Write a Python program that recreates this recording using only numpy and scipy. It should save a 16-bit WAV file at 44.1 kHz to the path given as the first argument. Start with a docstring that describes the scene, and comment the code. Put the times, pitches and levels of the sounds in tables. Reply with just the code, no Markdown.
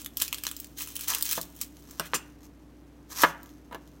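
"""A shallot's dry skin snaps, crackles and tears as a kitchen knife works the halved bulb free.
The blade bites into the flesh, knocks, scrapes and skids on a plastic board, then crunches
through an onion's juicy cells and lands hard. Fingers gather the pieces with a moist rustle.
Heard close up in a small, quiet kitchen with a humming appliance."""
import sys
import numpy as np
from scipy import signal
from scipy.fft import rfft, irfft
from scipy.io import wavfile
from scipy.ndimage import uniform_filter1d

SR = 44100
rng = np.random.default_rng(int(sys.argv[2]) if len(sys.argv) > 2 else 0)


def store_wav(level_fs):
    """Save 16-bit WAV to argv[1]."""
    pcm = np.round(np.clip(np.atleast_2d(level_fs), -1, 1) * 32767)
    wavfile.write(sys.argv[1], SR, pcm.T.astype(np.int16))


N = 176400
LEVEL_WINDOW_S, TOP_HZ = .0015, 15950


def amp(db):
    """Decibels to gain."""
    return 10 ** (np.asarray(db, float) / 20)


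def unit(x):
    """Scale to rms 1."""
    return x / np.sqrt(np.mean(x ** 2))


def conv(x, response):
    """Pass a sound through a response, keeping its length."""
    return signal.fftconvolve(x, response)[:len(x)]


def colour(x, points, size=1024):
    """Minimum-phase EQ through (freq_hz, gain_db) points; white noise keeps its power."""
    hz, db = np.array(points, float).T
    bins_hz = np.fft.rfftfreq(size, 1 / SR)
    gain = unit(amp(np.interp(np.log(bins_hz + 1), np.log(hz), db)))
    cepstrum = irfft(np.log(gain))
    cepstrum[1:size // 2] *= 2
    cepstrum[size // 2 + 1:] = 0
    return conv(x, irfft(np.exp(rfft(cepstrum))))


def add(out, start_s, x):
    """Mix a short sound in at a time."""
    i = int(start_s * SR)
    out[i:i + len(x)] += x[:N - i]


def burst(envelope, points):
    """Enveloped, coloured noise with the energy of rms 1 held for LEVEL_WINDOW_S."""
    x = colour(rng.standard_normal(len(envelope)) * envelope, points)
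    return x * np.sqrt(LEVEL_WINDOW_S * SR / np.sum(x ** 2))


def clicks(per_s, scatter_db=6):
    """Randomly timed clicks of scattered size, rms 1."""
    sizes = amp(scatter_db * np.clip(rng.standard_normal(N), -2, 2)) * rng.choice([-1, 1], N)
    return unit((rng.random(N) < per_s / SR) * sizes)


def fader(points):
    """Gain ride through (time_s, level_db) points, silent outside them."""
    return amp(np.interp(np.arange(N) / SR, *np.array(points).T, left=-np.inf, right=-np.inf))


# How hard the skin is rubbed and torn: time_s, level_db
PEEL_RIDE = [(0, -44.5), (.07, -64), (.15, -66), (.18, -44.5), (.228, -33), (.30, -52), (.36, -49),
             (.42, -52.5), (.46, -43), (.55, -53), (.60, -51.5), (.755, -64.5), (.782, -36), (.82, -36.5),
             (.86, -48.5), (.885, -43), (.945, -50), (.97, -48), (1.03, -37.5), (1.07, -45.5), (1.092, -28),
             (1.155, -57), (1.175, -50), (1.24, -44.5), (1.262, -30), (1.285, -37), (1.322, -25.5),
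             (1.348, -39), (1.372, -32.5), (1.40, -46.5), (1.50, -61.5), (1.60, -53.5), (1.618, -32),
             (1.68, -64.5), (1.98, -61), (2.045, -58), (2.072, -42.5), (2.095, -89)]
# Single snaps, each with its share of hollow body: start_s, level_db, body_db
SKIN_SNAPS = [(0.017, -36, -7), (0.0467, -32, -12), (.061, -37.5, 10), (0.171, -19.5, -13),
              (0.1754, -32, -63.5), (0.201, -24, -15), (0.2161, -26, 4.5), (0.2207, -14, -4.5),
              (0.2375, -35, -12.5), (0.28, -29, -2.5), (0.3279, -24.5, 3), (.345, -24, -5.5),
              (0.3836, -30, -5), (0.437, -25, -5.5), (0.4522, -35.5, 4.5), (0.4673, -31, 10.5),
              (0.478, -36, 5), (0.4888, -35, 3), (0.5138, -28.5, -3.5), (0.5658, -29, -37),
              (0.5913, -47, -6), (0.6008, -26, -27), (0.6446, -35, -3), (0.7857, -28.5, -38),
              (0.8079, -33, 3.5), (0.874, -35, 0), (0.955, -27, -54), (0.9596, -52, 18), (0.965, -23.5, -6),
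              (0.981, -53, 9), (0.993, -33, -3), (1.0097, -26, -7.5), (1.083, -18, -24), (1.102, -19, -21),
              (1.136, -28, 3.5), (1.1486, -19.5, -3.5), (1.185, -26, -28), (1.2105, -28, -2),
              (1.2248, -14, -42), (1.2544, -22.5, -87), (1.2922, -22, -33), (1.312, -18.5, -30.5),
              (1.324, -19.5, -44), (1.3296, -19.5, -11), (1.354, -26.5, -7), (1.414, -24, -25),
              (1.4298, -32.5, -12), (1.564, -40.5, -20), (1.614, -20, -13), (1.6163, -31, -15),
              (1.9098, -34.5, -18.5), (2.056, -51, 11), (3.2193, -17.5, -6), (3.4312, -39.5, -36)]
# Papery tone of the skin: freq_hz, gain_db
SKIN_EQ = [(200, -36), (600, -17), (1300, -4), (2000, -2.5), (3200, 3.5), (4500, -0.5), (6500, 3.5),
           (8500, -1.5), (15500, 1)]
# Bright tone of a breaking fibre: freq_hz, gain_db
FIBRE_EQ = [(800, -18.5), (3000, -6), (8300, 3), (10500, -3), (14500, 4)]
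# Hollow tone of the bulb underneath: freq_hz, gain_db
BULB_EQ = [(200, -9.5), (550, -17), (1450, -2), (2100, -9), (3100, 7), (4300, -5.5), (9000, -6.5)]


def dry_skin(snap_s=0.00058, ring_s=0.0043, body_s=0.0012):
    """Skin crackles and fibres tick as they tear; each snap rings a flake and sounds the bulb."""
    crackle = colour(clicks(per_s=2200), SKIN_EQ)
    fibres = colour(clicks(per_s=150), FIBRE_EQ)
    out = unit(crackle + amp(-2.5) * fibres) * fader(PEEL_RIDE)
    t = np.arange(SR // 20) / SR
    envelope = np.exp(-t / snap_s) + amp(-13) * np.exp(-t / ring_s)
    for start_s, level_db, body_db in SKIN_SNAPS:
        crack = burst(envelope, FIBRE_EQ)
        # The less body a snap has, the smaller and higher its flake.
        flake_hz = np.clip(7150 - 341 * body_db, TOP_HZ / 10, TOP_HZ)
        flake = signal.lfilter(*signal.iirpeak(flake_hz, Q=4.3, fs=SR), crack)
        snap = unit(crack + amp(-5) * flake) * np.std(crack)
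        detuned_eq = np.array(BULB_EQ) * [rng.uniform(.87, 1.15), 1]
        body = amp(body_db) * burst(np.exp(-t / body_s), detuned_eq)
        add(out, start_s, amp(level_db - 0.5) * (snap + body))
    return out


# Partials of the motor hum: pitch_hz, level_db
MOTOR_PARTIALS = [(59.3, -56.5), (97, -68.5), (146, -65), (294.5, -58.5)]
# Dark room tone: freq_hz, gain_db
AIR_EQ = [(25, -46.5), (42, -9.5), (58, -22), (78, -15), (160, -13), (205, -11.5), (290, -6), (360, -14),
          (450, -18), (830, -24.5), (5700, -43), (15800, -48)]


def appliance(top_waver_hz=2.38):
    """A slightly wavering motor hum over soft room air."""
    out = amp(-55) * unit(colour(rng.standard_normal(N), AIR_EQ, size=8192))
    for pitch_hz, level_db in MOTOR_PARTIALS:
        wander = unit(uniform_filter1d(rng.standard_normal(N), SR // 10))
        drift_hz = wander * top_waver_hz * pitch_hz / MOTOR_PARTIALS[-1][0]
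        phase = 2 * np.pi * np.cumsum(pitch_hz + drift_hz) / SR
        out += amp(level_db) * np.sqrt(2) * np.sin(phase)
    return out


# Crunch of the bite into the shallot: time_s, level_db
SHALLOT_RIDE = [(1.075, -37), (1.098, -31), (1.15, -37.5), (1.21, -45)]
# Crunch of the cut through the onion: time_s, level_db
ONION_RIDE = [(3.085, -71), (3.106, -48), (3.129, -39.5), (3.137, -53), (3.16, -40), (3.19, -34),
              (3.232, -26.5), (3.242, -43), (3.30, -48), (3.335, -65)]
# Wet tone of the flesh: freq_hz, gain_db
FLESH_EQ = [(200, -21), (600, -7), (1150, 0.5), (2500, -5.5), (4200, -4), (6300, 1), (8000, -6),
            (10500, -7.5), (13000, -3.5), (15500, -8)]


def slicing():
    """Juicy cells burst in a dense crunch as the blade sinks into the shallot, later the onion."""
    cells = colour(clicks(per_s=8300, scatter_db=8.5), FLESH_EQ)
    return cells * (fader(SHALLOT_RIDE) + fader(ONION_RIDE))


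# Knife hits, the hard chop rebounding twice: start_s, level_db, contact_ms, tick_db, ring_db
KNIFE_HITS = [(1.3776, -19, 0.66, -39, 8), (1.997, -16.5, 0.25, -1, 1.5), (2.1352, -12, 0.035, -33.5, -11),
              (3.2354, -2.5, 0.088, -20, -2), (3.2384, -6.5, 0.24, -22, -2.5),
              (3.2423, -8.5, 0.11, -25.5, -5.5), (3.712, -37.5, 0.27, -15.5, 4.5),
              (3.7243, -41, 0.18, -9, 11), (3.7286, -26.5, 0.27, -19, -7), (3.7467, -18.5, 0.41, -19, -1.5)]
# Modes of the plastic board: pitch_hz, level_db, t60_s
BOARD_MODES = [(167.6, -12.5, 0.28), (334, -22.5, 0.24), (680, -5, 0.057), (775, -6, 0.022),
               (971, -2.5, 0.06), (1063, -2.5, 0.045), (1310, -7.5, .035), (1490, -8, 0.028),
               (1728, -8.5, .035)]
# Tone of the board's slap and dense ring: freq_hz, gain_db
BOARD_EQ = [(150, -25.5), (500, -9.5), (820, -1), (1600, -0.5), (2300, -6.5), (4000, -11), (5500, -22),
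            (15000, -73.5)]
# Tone of steel on plastic, for the edge tick and the skid: freq_hz, gain_db
CONTACT_EQ = [(70, -36), (150, 11.5), (650, -5.5), (2500, -6.5), (6000, -8.5), (9500, -8.5), (10600, -12.5),
              (12000, -7.5), (15500, -9.5)]
TICK_DECAY_S = 0.00076


def board_knocks(edge_hz=2790, edge_s=0.0014, ring_s=0.0052, low_cut_hz=165):
    """Each blow slaps and rings the board, while the hard edge ticks and rings the blade."""
    out = np.zeros(N)
    t = np.arange(SR // 2) / SR
    slap = amp(-6.5) * np.sqrt(LEVEL_WINDOW_S * SR) * colour(signal.unit_impulse(len(t)), BOARD_EQ)
    edge = np.sin(2 * np.pi * edge_hz * t) * np.exp(-t / edge_s)
    for start_s, level_db, contact_ms, tick_db, ring_db in KNIFE_HITS:
        detunes = rng.uniform(.98, 1.02, len(BOARD_MODES))  # each spot rings differently
        modes = np.zeros(len(t))
        for (pitch_hz, mode_db, t60_s), detune in zip(BOARD_MODES, detunes):
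            decay = np.exp(-np.log(1000) * t / t60_s)
            modes += amp(mode_db - 10.5) * np.sin(2 * np.pi * pitch_hz * detune * t) * decay
        dense_ring = amp(-0.5) * burst(np.sqrt(t) * np.exp(-t / ring_s), BOARD_EQ)
        push = np.exp(-t * 1000 / contact_ms)  # longer contact dulls the knock
        knock = conv(slap + amp(ring_db) * (modes + dense_ring), push / push.sum())
        tick = amp(tick_db - 1) * (burst(np.exp(-t / TICK_DECAY_S), CONTACT_EQ) + edge)
        add(out, start_s, amp(level_db) * (knock + tick))
    return signal.sosfilt(signal.butter(4, low_cut_hz, "high", fs=SR, output="sos"), out)


# Fingers and blade rubbing the moist onion: time_s, level_db
RUSTLE_RIDE = [(1.66, -74), (1.82, -67), (1.9, -56.5), (2.1, -59.5), (2.38, -72.5), (2.44, -59),
               (2.52, -77), (3.05, -75.5), (3.49, -64), (3.62, -72), (4.0, -69.5)]
# Light handling ticks: start_s, level_db
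HANDLING_TICKS = [(1.59, -43), (1.769, -46.5), (1.8241, -51.5), (3.4598, -48), (3.492, -50), (3.876, -52)]


def handling():
    """A faint moist rustle under the fingers, with a few crisp ticks."""
    out = colour(clicks(per_s=500, scatter_db=4.5), FLESH_EQ) * fader(RUSTLE_RIDE)
    t = np.arange(SR // 20) / SR
    for start_s, level_db in HANDLING_TICKS:
        add(out, start_s, amp(level_db) * burst(np.exp(-t / TICK_DECAY_S), SKIN_EQ))
    return out


# The edge dragging on the board: time_s, level_db
SCRAPE_RIDE = [(2.005, -51), (2.055, -51), (2.075, -51), (2.086, -65)]


def edge_scrape(band_hz=(1400, 3100)):
    """The edge catches on the grain of the board in many tiny slips."""
    band = signal.butter(2, band_hz, "band", fs=SR, output="sos")
    slips = signal.sosfilt(band, clicks(per_s=2200))
    return unit(slips) * fader(SCRAPE_RIDE)


# Resonances of the steel blade: pitch_hz, width_hz, gain_db
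BLADE_RESONANCES = [(1400, 420, 1.2), (5200, 1000, 2.2), (6200, 340, 4.8), (7130, 200, 15.2),
                    (8274, 100, 9.2), (2760, 310, 2.8)]


def blade_skid(start_s=2.1405, rise_s=0.0028, hold_s=0.01, fall_s=0.0096):
    """The flat of the blade rubs briefly over the textured board and sings in its resonances."""
    t = np.arange(N) / SR - start_s
    attack = np.clip(t / rise_s, 0, 1)
    release = np.exp(-np.maximum(t - rise_s - hold_s, 0) / fall_s)
    rub = rng.standard_normal(N)
    steel = sum(amp(gain_db) * signal.lfilter(*signal.iirpeak(pitch_hz, pitch_hz / width_hz, SR), rub)
                for pitch_hz, width_hz, gain_db in BLADE_RESONANCES)
    return amp(-24.5) * attack * release * unit(colour(rub, CONTACT_EQ) + amp(0.5) * steel)


def reflections(decay_s, onset_s):
    """A swelling, then dying wash of echoes with unit energy."""
    t = np.arange(SR // 2) / SR
    swell = 1 - np.exp(-(t / onset_s) ** 2)
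    echoes = rng.standard_normal(len(t)) * np.exp(-t / decay_s) * swell
    return echoes / np.sqrt(np.sum(echoes ** 2))


def kitchen(x, low_t60_s=0.41, high_t60_s=0.3):
    """Quick reflections from the worktop, then a short room tail that is briefer in the treble."""
    lowpass = signal.butter(4, 3300, fs=SR, output="sos")
    highpass = signal.butter(2, 3000, "high", fs=SR, output="sos")
    low_tail = signal.sosfilt(lowpass, reflections(low_t60_s / np.log(1000), onset_s=0.008))
    high_tail = signal.sosfilt(highpass, reflections(high_t60_s / np.log(1000), onset_s=0.011))
    worktop = reflections(decay_s=0.01, onset_s=0.00033)
    return x + conv(x, amp(-5) * worktop + amp(-13) * low_tail + amp(-21) * high_tail)


def scene():
    """The knife work in the kitchen's reverb, over the hum, in mono."""
    foley = dry_skin() + board_knocks() + blade_skid() + edge_scrape() + slicing() + handling()
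    return (kitchen(foley) + appliance())[None]


def record(dry):
    """Hard-limit at full scale, then cut the top steeply."""
    high_cut = signal.ellip(10, .2, 70, TOP_HZ, fs=SR, output="sos")
    return signal.sosfilt(high_cut, np.clip(dry, -1, 1))


dry = scene()
out = record(dry)
store_wav(out)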